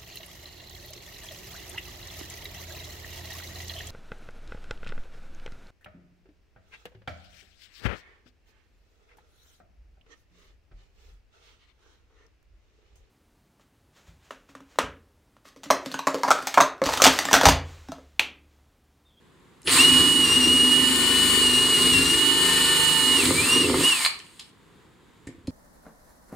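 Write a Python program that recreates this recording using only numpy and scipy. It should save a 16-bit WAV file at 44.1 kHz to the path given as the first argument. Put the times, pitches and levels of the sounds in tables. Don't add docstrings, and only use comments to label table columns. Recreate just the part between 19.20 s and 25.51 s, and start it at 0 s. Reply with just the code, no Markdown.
import sys
import numpy as np
from scipy import signal
from scipy.fft import rfft, irfft, next_fast_len
from scipy.io import wavfile
from scipy.ndimage import uniform_filter1d

SR = 44100
rng = np.random.default_rng(int(sys.argv[2]) if len(sys.argv) > 2 else 0)


def write(x):
    x = np.atleast_2d(x).T
    wavfile.write(sys.argv[1], SR, np.round(np.clip(x, -1, 1) * 32767).astype(np.int16))


N = 278153
T = np.arange(N) / SR

SHOP_SPECTRUM = [(26, -42.5), (45, -7.5), (202, -6.5), (234, -8.5), (401, -9.5), (539, -15.5), (609, -23),
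                 (1020, -15), (1440, -20), (1710, -19), (2660, -25), (3570, -23.5), (5840, -37),
                 (7110, -30.5), (16000, -45.5)]
CASING_SPECTRUM = [(320, -57.5), (550, -28), (810, -19), (898, -12), (1200, -10), (1570, -17), (1780, -11),
                   (1930, -12.5), (2570, -12.5), (2760, -15), (2870, -5.5), (3020, -10), (3120, -13),
                   (4230, -9.5), (5870, -21), (6300, -16.5), (8190, -57.5), (13900, -120)]
FAN_SPECTRUM = [(3470, -47.5), (5900, -17), (6520, -5.5), (7710, -2), (8380, 2), (9380, -1), (11000, -15),
                (12000, -13), (13300, -14.5), (15100, -16), (16000, -31)]
PLANK_SPECTRUM = [(25, -49.5), (42, -16), (70, -12), (91, -4.5), (124, -16.5), (168, -8), (183, -8),
                  (206, -26.5), (240, -2.5), (257, 3.5), (412, -5.5), (573, -19), (622, -34.5),
                  (700, -19.5), (910, -50.5), (1540, -120)]
# (frequency [Hz], T60 [s])
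REVERB_T60 = [(200, 0.53), (1000, 0.37), (4000, 0.32), (12000, 0.14)]
# (frequency [Hz], gain [dB])
REVERB_MID = [(250, -6), (900, 0.5)]
# (frequency [Hz], gain [dB])
REVERB_SIDE = [(60, -14), (130, -14), (280, -27), (700, -15.5), (2500, -7), (6000, -7), (9000, -6),
               (13000, -14.5)]
# (time [s], level [dB], pitch [Hz], T60 [s], crack re body [dB])
CLICKS = [(.418, -42, 9500, 0.011, -7), (.431, -43, 6660, .01, -7), (0.458, -43, 1500, .02, -13),
          (0.473, -16.5, 2790, 0.042, -20), (4.055, -13.5, 2560, 0.017, -1), (4.85, -21, 2404, 0.0055, -3),
          (4.862, -14, 1500, 0.0065, -1.5), (4.991, -40, 8070, 0.013, 5), (5.0, -34, 2590, 0.025, -16.5),
          (5.05, -46, 8200, .01, -6), (5.066, -45, 2800, .02, -17), (5.09, -47, 2300, .02, -15),
          (5.194, -34, 3490, 0.0149, -17), (5.197, -32, 3430, 0.011, -1), (5.201, -41, 3320, .02, 3),
          (5.209, -42, 3530, 0.068, -10), (6.07, -45.5, 7500, 0.084, -7), (6.072, -43, 1992, 0.062, -14),
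          (6.272, -40, 4270, 0.029, 2)]
# (frequency [Hz], level [dB], T60 [s])
PLANK_MODES = [(77, -15, .1), (105, -12.5, 0.076), (175, -11.5, 0.077), (262, -2.5, 0.093),
               (314, -2.5, 0.074), (415, -13.5, 0.037), (520, -9, 0.069), (920, -9.5, 0.021),
               (1260, -12, 0.025), (2110, -21, 0.038)]
GEARBOX_MODES = [(1110, -2, 0.014), (2224, 4, 0.0097), (3400, 0, .006), (4030, -6, 0.058),
                 (4250, 3.5, 0.017), (4608, -9, 0.066), (4800, -10.5, 0.017), (8500, -7, .01)]
# (time [s], level [dB], contact [ms], tilt [dB/octave])
PLANK_KNOCKS = [(4.106, -13, 0.44, 3.5), (4.497, -17, 0.42, 5), (4.542, -12, 0.45, 6),
                (4.605, -19, 0.66, 2), (6.067, -31, 0.59, -7), (6.085, -35.5, 0.57, -6),
                (6.178, -40, 0.74, -8), (6.241, -43.5, 0.75, -10), (6.277, -19.5, 0.91, -5)]
# (time [s], level [dB], tilt [dB/octave])
BRAKE_BLOWS = [(4.8491, -5, 2.5), (4.8619, -6, .5)]
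# (time [s], level [dB])
SCRAPE_LEVEL = [(6.05, -85), (6.08, -47), (6.2, -67), (6.31, -37.5)]
# (time [s], gear rattle [dB], fan and brush hiss [dB])
RUNNING_LEVELS = [(.44, -70, -60), (.48, -25, -37), (.52, -21, -23.5), (.59, -19.5, -21.5), (.66, -25, -26),
                  (.78, -24, -26), (.95, -30, -30), (1.1, -27, -28.5), (1.37, -29, -30), (2.08, -26.5, -27),
                  (2.4, -28.5, -29), (2.6, -26, -27), (3.15, -28.5, -28.5), (3.3, -25, -26),
                  (3.85, -28, -28), (4.05, -24.5, -24.5), (4.12, -27.5, -28.5), (4.31, -25.5, -26.5),
                  (4.53, -30, -33.5), (4.65, -25, -25), (4.76, -29.5, -31), (4.85, -26.5, -29.5)]
# (time [s], level [dB])
AFTER_HISS_LEVEL = [(4.85, -26.5), (4.9, -46), (5.0, -62), (5.18, -61), (5.3, -67)]
# (time [s], main ring [dB], floor thud [dB], upper ring [dB])
DRUM_LEVELS = [(.44, -60.5, -66, -63.5), (.48, -29.5, -37.5, -31.5), (.64, -30.5, -38.5, -35.5),
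               (.75, -24.5, -29.5, -31), (.86, -29, -36, -34), (1.4, -30, -39, -35),
               (1.66, -30, -43, -37.5), (2.35, -30.5, -37.5, -34.5), (2.55, -35, -37, -32),
               (2.78, -29, -31, -36), (3.12, -34.5, -42, -35.5), (3.35, -40.5, -40.5, -35),
               (3.8, -38.5, -45, -37.5), (4.06, -26.5, -35.5, -32), (4.2, -36, -30.5, -34),
               (4.27, -30.5, -39, -37.5), (4.43, -24, -35, -27), (4.55, -31, -32.5, -25.5),
               (4.64, -27.5, -34.5, -33.5), (4.73, -53, -61, -53.5), (4.85, -52.5, -54, -49)]
# (time [s], power share [0-1])
DRUM_REPEAT = [(.5, .35), (1.55, .45), (1.75, .9), (2.25, .85), (2.4, .6), (2.95, .7), (3.15, .93),
               (3.85, .93), (3.95, .3), (4.8, .3)]
# (time [s], level [dB])
CHOPPER_LEVEL = [(.44, -80.5), (.45, -48), (.47, -34), (.54, -27.5), (.6, -41.5), (.63, -72.5)]
# (time [s], gear mesh [dB], its octave [dB], gain of the motor orders [dB])
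DRIVE_LEVELS = [(.6, -49, -46, -5.5), (1.5, -52, -44.5, -7.5), (1.7, -47, -40.5, -1.5),
                (2.4, -48.5, -40, 0), (2.7, -62, -48, 0), (3.0, -44, -41.5, 1.5), (3.4, -42.5, -36, -1.5),
                (3.94, -39, -38, 3), (4.0, -57, -47, -24)]
# (frequency [multiple of the shaft rate], level [dB])
SHAFT_ORDERS = [(1, -48), (4, -48), (6, -51), (11.25, -41), (11.8, -45), (12.3, -44)]
# (time of deepest sag [s], whine sag [Hz], onset [s], recovery [s])
LOAD_SAGS = [(.63, 44.95, 0.0502, 0.0498), (0.749, 35.04, 0.1004, .25), (1.083, 130.1, .045, .08),
             (1.25, 95, .045, .04), (1.45, 59.86, .25, .15), (2.26, 49.6, 0.03944, 0.041),
             (2.35, 85.1, .08, .12), (2.585, 70.05, .06, .12), (2.752, 169.5, .025, .2),
             (3.9, 30.07, .25, .1), (4.068, 929.3, .055, .135), (4.216, 229.4, 0.049, 0.037),
             (4.29, 120.2, .04, .1), (4.55, 880.3, .085, .065)]
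# (frequency [Hz], gain [dB])
WHINE_RESPONSE = [(2000, -3), (2200, -2), (2380, 2), (2550, 0), (2750, -1), (3000, 0.5), (4200, -24),
                  (5400, -24), (5680, -15.5), (5800, -25), (5900, -34), (6500, -25.5), (8200, -21.5),
                  (8550, -13.5), (8800, -18.5), (9200, -14), (10200, -11), (11000, -30.5), (11550, -37.5),
                  (11750, -26.5)]
# (time [s], level [dB])
WHINE_LEVEL = [(.55, -24), (.61, -16), (.65, -17), (.93, -19.5), (1.14, -20), (1.5, -19.5), (1.73, -23.5),
               (1.96, -20), (2.3, -22), (2.9, -22), (3.17, -22), (3.64, -23.5), (3.97, -22), (4.06, -25),
               (4.11, -25.5), (4.22, -25.5), (4.27, -18.5), (4.4, -19), (4.5, -32), (4.6, -30),
               (4.64, -19.5), (4.71, -19.5), (4.76, -28), (4.85, -25)]
# (time [s], left minus right [dB])
WHINE_BALANCE = [(0.55, 2.5), (0.93, -6), (1.16, 4.5), (1.67, -8.5), (1.78, -1), (2.94, 4.5), (3.09, -14.5),
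                 (3.23, 0), (3.47, -13.5), (4.2, -0.5), (4.85, -1.0)]

FREE_WHINE_HZ = 2941
POLES, CYCLES_PER_BIT_TURN = 8, 114.3


def undb(db):
    return 10 ** (np.asarray(db) / 20)


def unit(x):
    return x / np.sqrt(np.mean(x ** 2))


def curves(table, left=-120, right=-120):
    times, *columns = np.transpose(table)
    return [np.interp(T, times, column, left, right) for column in columns]


def at_hz(points, hz):
    frequencies, values = np.transpose(points)
    return np.interp(np.log(hz), np.log(frequencies), values)


def colour(x, points):
    size = next_fast_len(x.shape[-1])
    hz = np.maximum(np.fft.rfftfreq(size, 1 / SR), 1)
    return irfft(rfft(x, size) * undb(at_hz(points, hz)), size)[..., :x.shape[-1]]


def walk(rate_hz):
    hold = int(SR / rate_hz)
    steps = np.repeat(rng.standard_normal(N // hold + 1), hold)
    return unit(uniform_filter1d(uniform_filter1d(steps, hold), hold)[:N])


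def ring(modes, tilt_db, detune=0.014):
    t = np.arange(SR // 5) / SR
    hz, db, t60 = np.transpose(modes)[:, :, None]
    detuned_hz = hz * (1 + detune * rng.standard_normal(hz.shape))
    gain = undb(db + tilt_db * np.log2(hz / 3000)) * (-1.) ** np.arange(len(hz))[:, None]
    response = np.sum(gain * np.sin(2 * np.pi * detuned_hz * t) * undb(-60 * t / t60), axis=0)
    return response / np.max(np.abs(response))


def add(out, x, start_s):
    i = int(start_s * SR)
    out[i:i + len(x)] += x[:N - i]


def workshop(level_db=-56.5):
    mid, side = colour(rng.standard_normal((2, N)), SHOP_SPECTRUM)
    return undb(level_db + walk(6.5)) * unit(mid + .5 * side * np.array([[1], [-1]]))


def reverberation(x, mid_db=-8.5):
    t = np.arange(SR // 2) / SR
    onset = np.minimum(t / 0.00061, 1)
    tails = 0
    for hz in 125 * 2. ** np.arange(8):
        edges_hz = [hz / np.sqrt(2), min(hz * np.sqrt(2), .45 * SR)]
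        band = signal.butter(2, edges_hz, "bandpass", fs=SR, output="sos")
        decay = onset * undb(-60 * t / at_hz(REVERB_T60, hz))
        tails = tails + decay * signal.sosfilt(band, rng.standard_normal((2, len(t))))
    tails = tails / np.sqrt(np.sum(tails ** 2, axis=1, keepdims=True))
    mid, side = signal.fftconvolve(x[None], tails, axes=1)[:, :N]
    return undb(mid_db) * colour(mid, REVERB_MID) + colour(side, REVERB_SIDE) * np.array([[1], [-1]])


def clicks():
    out = np.zeros(N)
    t = np.arange(SR // 5) / SR
    crack_band = signal.butter(2, [2000, 10500], "bandpass", fs=SR)
    for start_s, db, hz, t60, crack_db in CLICKS:
        body, crack = rng.standard_normal((2, len(t)))
        body = unit(signal.lfilter(*signal.iirpeak(hz, Q=5, fs=SR), body))
        crack = unit(signal.lfilter(*crack_band, crack))
        add(out, undb(db) * (body + undb(crack_db) * crack) * undb(-60 * t / t60), start_s)
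    return out


def plank_knocks():
    out = np.zeros(N)
    for start_s, db, contact_ms, tilt_db in PLANK_KNOCKS:
        force = np.hanning(int(contact_ms * SR / 1000) + 2)
        knock = np.convolve(ring(PLANK_MODES, tilt_db), force)
        add(out, undb(db) * knock / np.max(np.abs(knock)), start_s)
    return out


def brake_clack():
    out = np.zeros(N)
    for start_s, db, tilt_db in BRAKE_BLOWS:
        add(out, undb(db) * ring(GEARBOX_MODES, tilt_db), start_s)
    return out


def bit_scrape():
    level_db, = curves(SCRAPE_LEVEL, right=None)
    friction = undb(5 * walk(40)) * rng.standard_normal(N)
    return undb(level_db) * unit(colour(friction, PLANK_SPECTRUM))


def pulsed_noise(cycles, spectrum, depth, flicker_db):
    motor_pulse = 1 + depth * np.sin(2 * np.pi * cycles / POLES)
    bit_pulse = 1 + 0.064 * np.sin(2 * np.pi * cycles / CYCLES_PER_BIT_TURN)
    envelope = motor_pulse * bit_pulse * undb(flicker_db * walk(20))
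    return unit(colour(envelope * rng.standard_normal(N), spectrum))


def rattle_and_hiss(cycles, slowed_db=-1.5):
    gears_db, fan_db = curves(RUNNING_LEVELS)
    after_hiss = undb(curves(AFTER_HISS_LEVEL)[0])
    speed = np.gradient(cycles) * SR / FREE_WHINE_HZ
    slowed = np.clip(3 - 3 * speed, 0, 1) * (T > 1)
    rattle = pulsed_noise(cycles, CASING_SPECTRUM, depth=0.38, flicker_db=-0.02)
    hiss = pulsed_noise(cycles, FAN_SPECTRUM, depth=0.13, flicker_db=0.5)
    return (undb(gears_db + slowed_db * slowed) + after_hiss) * rattle + (undb(fan_db) + after_hiss) * hiss


def cutting_force(turns, memory=0.85, steps=64):
    fresh_grain = rng.standard_normal((160, steps))
    pattern = signal.lfilter([1], [1, -memory], fresh_grain, axis=0)
    pattern[:, 0] += 11
    return np.interp(turns * steps, np.arange(pattern.size), pattern.ravel())


def bit_drumming(cycles, hum_db=-46.5):
    turns = cycles / CYCLES_PER_BIT_TURN
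    repeat, = curves(DRUM_REPEAT, left=0, right=0)
    cut = unit(colour(cutting_force(turns), PLANK_SPECTRUM))
    chips = unit(colour(undb(2.5 * walk(24.85)) * rng.standard_normal(N), PLANK_SPECTRUM))
    drum = np.sqrt(repeat) * cut + np.sqrt(1 - repeat) * chips
    main_db, thud_db, upper_db = curves(DRUM_LEVELS)
    thud = colour(drum, [(195, 0), (220, -60)])
    upper = colour(drum, [(315, -60), (345, 0)])
    main = drum - thud - upper
    hum = undb(hum_db) * repeat ** 2 * np.sin(4 * np.pi * turns)
    return hum + undb(main_db) * unit(main) + undb(thud_db) * unit(thud) + undb(upper_db) * unit(upper)


def chopper_squeal(cycles, chopper_hz=10030):
    level_db, = curves(CHOPPER_LEVEL)
    carrier = 2 * np.pi * chopper_hz * T
    electrical = np.pi * cycles
    return undb(level_db) * (np.sin(carrier - electrical) + 0.24 * np.sin(carrier + electrical))


def drive_tones(cycles, teeth=35):
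    *mesh_db, orders_db = curves(DRIVE_LEVELS)
    shaft_phase = 2 * np.pi * cycles / POLES
    mesh_phase = 2 * np.pi * teeth * cycles / CYCLES_PER_BIT_TURN
    orders = sum(undb(db + orders_db + 3 * walk(3)) * np.sin(k * shaft_phase) for k, db in SHAFT_ORDERS)
    mesh = sum(undb(db + 1.5 * walk(30)) * np.sin(k * mesh_phase + 0.5 * walk(40))
               for k, db in enumerate(mesh_db, start=1))
    return orders + mesh


def motor_cycles(start_s=.452, release_s=4.693, brake_s=4.85, rise_hz_per_s=20300, fall_hz_per_s=5600):
    knee = 10.5
    ramp_hz = np.maximum(rise_hz_per_s * (T - start_s), 1)
    hz = (ramp_hz ** -knee + FREE_WHINE_HZ ** -knee) ** (-1 / knee)
    hz -= fall_hz_per_s * np.maximum(T - release_s, 0)
    for time_s, sag_hz, onset_s, recovery_s in LOAD_SAGS:
        width_s = np.where(T < time_s, onset_s, recovery_s)
        hz -= sag_hz * np.exp(-((T - time_s) / width_s) ** 2)
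    hz = np.maximum(hz, 0) * (T < brake_s)
    tremble = 1 + 0.00097 * walk(60)
    return np.cumsum(uniform_filter1d(hz, SR // 100) * tremble) / SR


def motor_whine(cycles, resonance_hz=2365, width_hz=30):
    level_db, = curves(WHINE_LEVEL)
    balance_db, = curves(WHINE_BALANCE, left=None, right=None)
    hz = np.maximum(np.gradient(cycles) * SR, 1)
    load = np.clip((FREE_WHINE_HZ - 40 - hz) / 180, 0, 1)
    throb = (0.16 + 0.19 * load) * np.sin(2 * np.pi * cycles / CYCLES_PER_BIT_TURN)
    flutter = (0.081 + 0.4 * load) * walk(50)
    phase = 2 * np.pi * cycles + (.03 + .3 * load) * walk(120)
    whine = sum(undb(at_hz(WHINE_RESPONSE, k * hz)) * np.sin(k * phase) for k in (1, 2, 3, 4))
    fade_db = -10 * np.clip((FREE_WHINE_HZ - hz - 170) / 250, 0, 1)
    resonance_db = 5.5 * np.exp(-((hz - resonance_hz) / width_hz) ** 2)
    whine *= undb(level_db + fade_db + resonance_db) * (1 + throb + flutter)
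    return whine * undb(np.array([balance_db, -balance_db]) / 2)


def scene():
    cycles = motor_cycles()
    noise = rattle_and_hiss(cycles) + bit_drumming(cycles)
    impacts = plank_knocks() + brake_clack() + clicks()
    noise += signal.lfilter(*signal.butter(2, 9000, fs=SR), impacts)
    noise += bit_scrape()
    noise = signal.lfilter(*signal.iirnotch(6050, Q=12, fs=SR), noise)
    tones = np.sqrt(2) * (motor_whine(cycles) + drive_tones(cycles) + chopper_squeal(cycles))
    direct = tones + noise * undb([[-1], [0]])
    return direct + reverberation(noise + undb(-7) * tones.mean(axis=0)) + workshop()


def record(dry, cutoff_hz=15900):
    return signal.sosfilt(signal.ellip(10, .2, 80, cutoff_hz, fs=SR, output="sos"), dry)


dry = scene()
out = record(dry)
write(out)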